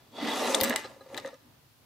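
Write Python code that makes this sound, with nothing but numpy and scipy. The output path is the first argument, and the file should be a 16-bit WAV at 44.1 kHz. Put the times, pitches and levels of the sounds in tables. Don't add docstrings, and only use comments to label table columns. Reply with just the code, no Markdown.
import sys
import numpy as np
from scipy import signal
from scipy.fft import rfft, irfft, next_fast_len
from scipy.io import wavfile
from scipy.ndimage import uniform_filter1d, map_coordinates

SR = 44100
rng = np.random.default_rng(int(sys.argv[2]) if len(sys.argv) > 2 else 0)


def generate_wav(sig):
    pcm = np.round(np.clip(np.atleast_2d(sig).T, -1, 1) * 32767).astype(np.int16)
    wavfile.write(sys.argv[1], SR, pcm)


N = 81585

# centre in Hz, width in Hz, gain in dB before colouring.
TABLETOP_MODES = [(360, 31, -4.5), (439.3, 48, -2.5), (487.7, 26, -1.5), (562, 32, -1.5), (655.4, 46, -1.5),
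                  (755.8, 22, 2), (879, 30, 2), (928.4, 14, 1.5), (1004.6, 38, -2), (1094.4, 34, -0.5),
                  (1219, 112, -1), (1255, 37, -1), (1352, 20, -2)]
# frequency in Hz, gain in dB.
RASP_COLOUR = [(60, -16), (200, -14.5), (700, -6.5), (1300, 0), (1900, -2), (2600, 2.5), (3500, -1.5),
               (5000, -0.5), (7000, -11.5), (11000, -43.5)]
CLICK_ROOM_DB, KNOCK_ROOM_DB = -10, -20
TAP_ATTACK_S = 0.004


def amp(db):
    return 10 ** (np.asarray(db) / 20)


def unit(x):
    return x / np.sqrt(np.mean(x ** 2) + 1e-20)


def seconds(length):
    return np.arange(length) / SR


def grid():
    return np.fft.rfftfreq(2 * next_fast_len(N), 1 / SR)


def along(points, hz):
    f, v = np.transpose(points)
    return np.interp(np.log(hz + 1), np.log(f + 1), v)


def envelope(points, left=None):
    return amp(np.interp(seconds(N), *np.transpose(points), left=left))


def filtered(x, response):
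    return irfft(rfft(x, 2 * next_fast_len(N)) * response)[..., :N]


def colour(points):
    cepstrum = irfft(np.log(amp(along(points, grid()))))
    half = len(cepstrum) // 2
    cepstrum[1:half] *= 2
    cepstrum[half + 1:] = 0
    return np.exp(rfft(cepstrum))


def resonances(modes, ratio):
    f = grid()
    total = 0
    for k, (centre, width, db) in enumerate(modes):
        damping = 1j * f * width
        total = total + ratio ** k * amp(db) * damping / (centre ** 2 - f ** 2 + damping)
    return total


def spread(pair, likeness):
    turn = np.arccos(np.clip(along(likeness, grid()), -1, 1)) / 2
    mid, side = filtered(pair, np.array([np.cos(turn), np.sin(turn)]))
    return np.array([mid + side, mid - side])


def wobble(knots_per_s):
    return map_coordinates(rng.standard_normal(1024), [np.arange(N) * knots_per_s / SR], mode="wrap")


def add(track, s, sound):
    part = track[..., round(s * SR):][..., :sound.shape[-1]]
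    part += sound[..., :part.shape[-1]]


def room(x):
    # frequency in Hz, t60 in s.
    decay = [(150, 0.12), (1000, 0.52), (4000, 0.17), (14000, .16)]
    hz, t, z = signal.stft(rng.standard_normal((2, SR // 2)), SR, nperseg=256)
    fade = amp(-60 * t / along(decay, hz)[:, None])
    tail = signal.istft(z * fade, SR, nperseg=256)[1]
    tail = tail / np.linalg.norm(tail[0])
    return signal.fftconvolve(np.atleast_2d(x), tail, axes=1)[:, :N]


def friction(response, judder_db):
    # frequency in Hz, correlation 0-1.
    likeness = [(40, .5), (200, .93), (500, .9), (1000, .89), (3000, .84), (6000, .62), (12000, .3)]
    # frequency in Hz, left over right in dB.
    lean = [(250, -1.9), (550, 0.94), (1200, 0.23), (3500, -1), (8000, 2), (13000, 1.5)]
    slips_per_s, slip_spread_db = 14000, 2.5
    size_db = slip_spread_db * rng.standard_normal(N) + judder_db * wobble(140)
    slips = (rng.random(N) < slips_per_s / SR) * amp(size_db)
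    sound = filtered(spread(slips * rng.standard_normal((2, N)), likeness), response)
    half_lean_db = along(lean, grid()) / 2
    return unit(filtered(sound, amp([half_lean_db, -half_lean_db])))


def patchy(x):
    patch_db = 3.2
    z = signal.stft(x, nperseg=512)[2]
    field = rng.standard_normal(z.shape[1:])
    field = uniform_filter1d(field, size=3, axis=0)
    field = uniform_filter1d(field, size=10, axis=1)
    return unit(signal.istft(z * amp(patch_db * unit(field)), nperseg=512)[1][:, :N])


def room_tone():
    # frequency in Hz, gain in dB.
    tone_colour = [(25, -28), (55, -7.5), (90, -2.5), (125, 4), (175, -8), (240, -6.5), (350, -9.5),
                   (600, -13), (1000, -12), (2000, -18), (4300, -17.5), (8000, -25), (15000, -21)]
    tone_db, drift_db = -60.5, 2
    likeness = [(30, 0.52), (120, 0.79), (600, 0.34), (4000, 0.023)]
    air = spread(rng.standard_normal((2, N)), likeness)
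    tone = unit(filtered(air, colour(tone_colour)))
    rumble = filtered(tone, 1 / (1 + (grid() / 1500) ** 2))
    hiss = tone - rumble
    return amp(tone_db) * (hiss + rumble * amp(drift_db * (wobble(9) - .5)))


def bumps():
    # start in seconds, level in dB.
    bump_times = [(0.619, -33.5), (0.698, -44), (0.749, -47), (1.162, -53)]
    bump_hz, t60_s = 116, 0.062
    out, t = np.zeros(N), seconds(SR // 4)
    for s, db in bump_times:
        add(out, s, amp(db - 60 * t / t60_s) * np.sin(2 * np.pi * bump_hz * t))
    return out


def knocks():
    # start in seconds, gain in dB.
    knock_times = [(.648, -26), (.706, -22.5), (.850, -33.5), (0.929, -38.5), (.962, -40.5), (1.007, -37.5),
                   (1.060, -36), (1.124, -31.5), (1.153, -28.5), (1.248, -23.5), (1.270, -25.5),
                   (1.328, -32), (1.340, -33)]
    # frequency in Hz, level in dB, t60 in s.
    knock_modes = [(265, -14.5, 0.051), (418, -16, 0.026), (540.2, 3, 0.049), (592, -10.5, 0.041),
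                   (793, -29, 0.039), (1229, -13.5, 0.042), (1728, -17, 0.046)]
    detune, level_spread_db = 0.015, 2.16
    out, t = np.zeros(N), seconds(SR // 5)
    attack = (1 - np.exp(-t / TAP_ATTACK_S)) ** 2
    for s, db in knock_times:
        ring = np.zeros(len(t))
        for hz, level_db, t60_s in knock_modes:
            decay = amp(level_db + rng.normal(0, level_spread_db) - 60 * t / t60_s)
            ring += decay * np.sin(2 * np.pi * hz * (1 + detune * rng.normal()) * t)
        add(out, s, amp(db) * ring * attack)
    direct = out * amp([[1], [-1]])
    return direct + amp(KNOCK_ROOM_DB) * room(out)


def pings():
    # start in seconds, gain in dB.
    ping_times = [(0.845, -38), (1.007, -47), (1.177, -43)]
    # frequency in Hz, level in dB, t60 in s.
    pen_modes = [(387, 0, 0.072), (798, 2, 0.062), (1235, -5, 0.11), (1667, -0.5, 0.066),
                 (2000, -15, 0.072), (4030, 1.5, 0.042), (8200, -14.5, .07)]
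    out, t = np.zeros(N), seconds(SR // 5)
    attack = 1 - np.exp(-t / TAP_ATTACK_S)
    for s, db in ping_times:
        ring = np.zeros(len(t))
        for hz, level_db, t60_s in pen_modes:
            decay = amp(level_db + rng.normal() - 60 * t / t60_s)
            ring += decay * np.sin(2 * np.pi * (hz * t + rng.random()))
        add(out, s, amp(db) * ring * attack)
    return out + amp(KNOCK_ROOM_DB) * room(out)


def rattle(plastic):
    # first second, last second, gain in dB.
    clusters = [(0.639, 0.742, -16), (0.784, 0.853, -27), (1.166, 1.197, -30.5), (1.249, 1.297, -42)]
    # frequency in Hz, gain in dB.
    rattle_colour = [(100, -28), (600, -3), (1800, 3.5), (4000, -3), (8000, -8.5), (15000, -32)]
    hits_per_s, spread_db = 350, 3.5
    hits = np.zeros((2, N))
    for first, last, db in clusters:
        for s in np.arange(first, last, 1 / hits_per_s):
            late, size, place, push = rng.uniform(-1, 1, size=4)
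            gain = np.sign(push) * amp(db + spread_db * size)
            pan = 1 + place * np.array([[.5], [-.5]])
            add(hits, s + late / hits_per_s, gain * pan)
    wood = 1 + resonances(TABLETOP_MODES, -1.105)
    out = filtered(hits, plastic * wood * colour(rattle_colour))
    return out + amp(CLICK_ROOM_DB) * room(out)


def clicks(plastic):
    # start in seconds, contact gain in dB at the four click bands ahead of the barrel modes,
    # left over right in dB, note in Hz, note level in dB.
    collisions = [(0.5455, -15, -7, -8.5, -41, 0, 3514, -9), (0.5484, -11, -9, -1.5, -20, 7.5, 8300, -23),
                  (.6030, -28, -16, -30, -25, 13, 4500, -25), (0.6107, -14, -9, -11, -7, 5.5, 12900, -38),
                  (0.6128, -22, -10, -27, -31, -7, 4920, -27),
                  (0.6342, -12, -12, -13, -11, 7.5, 13000, -16.5),
                  (0.64, -17, -15.5, -7, -15, 5, 7800, -28),
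                  (0.6462, -7, -11.5, -17.5, -16, 0, 7570, -23.5),
                  (0.6961, -35, -12.5, -14.5, -20, 5, 12900, -27),
                  (0.7065, -3, -16.5, -29, -38, -1, 1710, -21), (0.7263, -4, -14.5, -40, -53, 1, 1720, -22),
                  (0.7595, -9, -7.5, -6.5, -20, 3, 4570, -25),
                  (1.1448, -26, -25, -28.5, -48, 5.5, 2370, -32),
                  (1.1676, -41, -25, -43, -33, 12, 1842, -37.5), (1.1820, -28, -24, -38, -42, 0, 1990, -33),
                  (1.1758, -19, -21.5, -23.5, -32, 5.5, 3970, -26),
                  (1.1790, -41, -13.5, -24.5, -55, 3, 1810, -24.5),
                  (1.1988, -48, -26, -33, -51, -1, 3860, -49), (1.2466, -11.5, -34, -55, -55, 2, 1750, -29),
                  (1.2604, -24, -28, -33, -48, 2, 3800, -48),
                  (1.2757, -16.5, -45, -33.5, -63, 5.5, 6260, -42),
                  (1.342, -38, -37.5, -44.5, -70, -1, 5730, -50)]
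    bands_hz = (1000, 3500, 8000, 13000)
    chatter_gain, chatter_t60_s, ring_t60_s = 2.12, 0.016, 0.013
    width, dispersion_s, note_room_db = 1.2, 0.000874, -18.5
    hits, notes, t = np.zeros((2, N)), np.zeros((2, N)), seconds(SR // 20)
    for s, *bands_db, pan_db, note_hz, note_db in collisions:
        pan = amp([[pan_db / 2], [-pan_db / 2]])
        chatter = rng.standard_normal((2, len(t))) * amp(-60 * t / chatter_t60_s)
        contact = chatter_gain * chatter / np.linalg.norm(chatter[0])
        contact[0, 0] += 1
        lows = [(60, bands_db[0] - 42), (300, bands_db[0] - 10)]
        shape = [*lows, *zip(bands_hz, bands_db), (16000, bands_db[-1] - 5)]
        impulse = irfft(colour(shape))[None, :len(t)]
        mid, side = signal.fftconvolve(contact, impulse, axes=1)
        side = width * np.diff(side, prepend=0) / 2
        add(hits, s, pan * np.array([mid + side, mid - side]))
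        attack = (1 - np.exp(-note_hz * t)) ** 2
        note = amp(note_db - 60 * t / ring_t60_s) * np.sin(2 * np.pi * note_hz * t) * attack
        add(notes, s, pan * note)
    dispersion = np.exp(-2j * np.pi * dispersion_s * grid() * (1 - grid() / SR))
    out = filtered(hits, plastic * dispersion)
    return out + notes + room(amp(CLICK_ROOM_DB) * out + amp(note_room_db) * notes)


def drag():
    # time in seconds, level in dB.
    drag_level = [(.42, -70), (.5, -36), (0.601, -31.5), (.7, -35.5), (.8, -59.5), (.92, -56.5), (1.0, -77),
                  (1.1, -57), (1.17, -44.5), (1.22, -56), (1.27, -43), (1.31, -75), (1.38, -99)]
    # centre in Hz, width in Hz, gain in dB before colouring.
    drag_modes = [(514.2, 21, -6), (547, 15, -0.5)]
    # frequency in Hz, gain in dB.
    drag_colour = [(200, -31.5), (450, -2), (620, -3.5), (1400, -25)]
    body = resonances(drag_modes, -0.91) * colour(drag_colour)
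    return envelope(drag_level, left=-120) * friction(body, judder_db=2.5)


def free_slide():
    # time in seconds, level in dB.
    slide_level = [(.1, -75), (.17, -52), (.225, -42), (.28, -40), (.38, -45), (.5, -56), (.6, -90)]
    # centre in Hz, width in Hz, gain in dB before colouring.
    free_modes = [(1910, 60, -14.5), (3436, 89, 5), (3720, 38, 4), (4440, 120, -3)]
    body = resonances(free_modes, 1) * colour(RASP_COLOUR)
    return envelope(slide_level) * patchy(friction(body, judder_db=0.0))


def catches(plastic):
    # frequency in Hz, gain in dB.
    catch_colour = [(150, -23), (500, -4.5), (1000, 1.5), (3000, -2), (5500, -2), (15000, -33)]
    catches_per_s, spread_db = 330, 4
    size = amp(spread_db * np.clip(rng.standard_normal(N), -2, 1))
    jolts = (rng.random(N) < catches_per_s / SR) * size * np.sign(rng.standard_normal(N))
    place = rng.random(N) - .5
    body = plastic * (1 + resonances(TABLETOP_MODES, -1.07)) * colour(catch_colour)
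    return unit(filtered(jolts * np.array([1 + place, 1 - place]), body))


def scrape(plastic):
    # time in seconds, drone level in dB, rasp reference level in dB, hiss level in dB.
    sweep = [(0, -64, -69.5, -85), (0.108, -70, -76, -75), (0.161, -45, -59.5, -59.5),
             (.195, -42.5, -48, -59), (0.254, -36, -39.5, -48.5), (.39, -34, -40, -40),
             (.45, -29.5, -36, -40.5), (0.522, -30.5, -36, -39), (0.592, -30.5, -42, -45),
             (.645, -33, -36.5, -46), (0.689, -37.5, -41.5, -39.5), (0.734, -37, -49.5, -72),
             (0.791, -44, -42, -45.5), (.82, -52, -54.5, -55.5), (.86, -51.5, -49, -67),
             (0.899, -54.5, -59, -61.5), (.99, -65, -71.5, -77), (1.089, -59, -65.5, -70),
             (1.14, -50, -60.5, -62), (1.181, -43.5, -48.5, -78), (1.223, -58.5, -60, -66),
             (1.269, -47, -52.5, -64), (1.31, -55.5, -61, -70), (1.38, -84, -68, -81),
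             (1.6, -85, -101, -100)]
    # time in seconds, level in dB.
    boom_level = [(.1, -70), (.16, -56.5), (.2, -47), (.245, -33), (.3, -38.5), (.41, -41), (.5, -38.5),
                  (.63, -35.5), (.71, -34), (.76, -49), (.82, -58), (.86, -58.5), (.99, -64.5), (1.1, -74),
                  (1.14, -45.5), (1.21, -59), (1.27, -54.5), (1.37, -76), (1.5, -63.5), (1.56, -86)]
    # centre in Hz, width in Hz, gain in dB before colouring.
    low_modes = [(226, 22, -1), (261.8, 18.4, 1), (299, 21, -4.5)]
    # frequency in Hz, gain in dB.
    boom_colour = [(60, -44.5), (120, -7), (175, 5), (215, -1), (320, 7), (700, -22)]
    drone_colour = [(40, -44), (130, -24), (215, 6.5), (400, 7), (1000, -1), (1500, -6.5), (2500, 10.5),
                    (6000, -14)]
    hiss_colour = [(300, -41), (2500, 0.5), (5000, 0), (6500, 5.5), (8000, 0), (10500, 0), (12500, -10),
                   (14500, -5), (16000, -39)]
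    smooth_db, catch_db = -2.0, -3
    s, *levels_db = np.transpose(sweep)
    drone_gain, rasp_gain, hiss_gain = [amp(np.interp(seconds(N), s, db)) for db in levels_db]
    boom = friction(resonances(low_modes, -1.025) * colour(boom_colour), judder_db=-1)
    drone = friction(resonances(TABLETOP_MODES, -1.03) * colour(drone_colour), judder_db=2.5)
    smooth = patchy(friction(plastic * colour(RASP_COLOUR), judder_db=1))
    rasp = amp(smooth_db) * smooth + amp(catch_db) * catches(plastic)
    hiss = patchy(friction(plastic * colour(hiss_colour), judder_db=1.1))
    return envelope(boom_level) * boom + drone_gain * drone + rasp_gain * rasp + hiss_gain * hiss


def scene():
    # centre in Hz, width in Hz, gain in dB before the mode weighting.
    barrel_modes = [(1727, 60, 7.5), (1873, 43, 8), (2005, 55, 11.5), (2830, 160, 1), (3530, 72, 1),
                    (3707, 90, 7.5), (3910, 66, 10), (8030, 170, 7.5), (12460, 350, 11), (14500, 730, 6)]
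    plastic = 1 + resonances(barrel_modes, 0.89)
    background = room_tone()
    settling = bumps() + knocks() + pings()
    collisions = rattle(plastic) + clicks(plastic)
    sliding = drag() + free_slide() + scrape(plastic)
    return background + settling + collisions + sliding


def record(dry):
    top_hz = 15700
    return filtered(dry, 1 / (1 + (grid() / top_hz) ** 120))


dry = scene()
out = record(dry)
generate_wav(out)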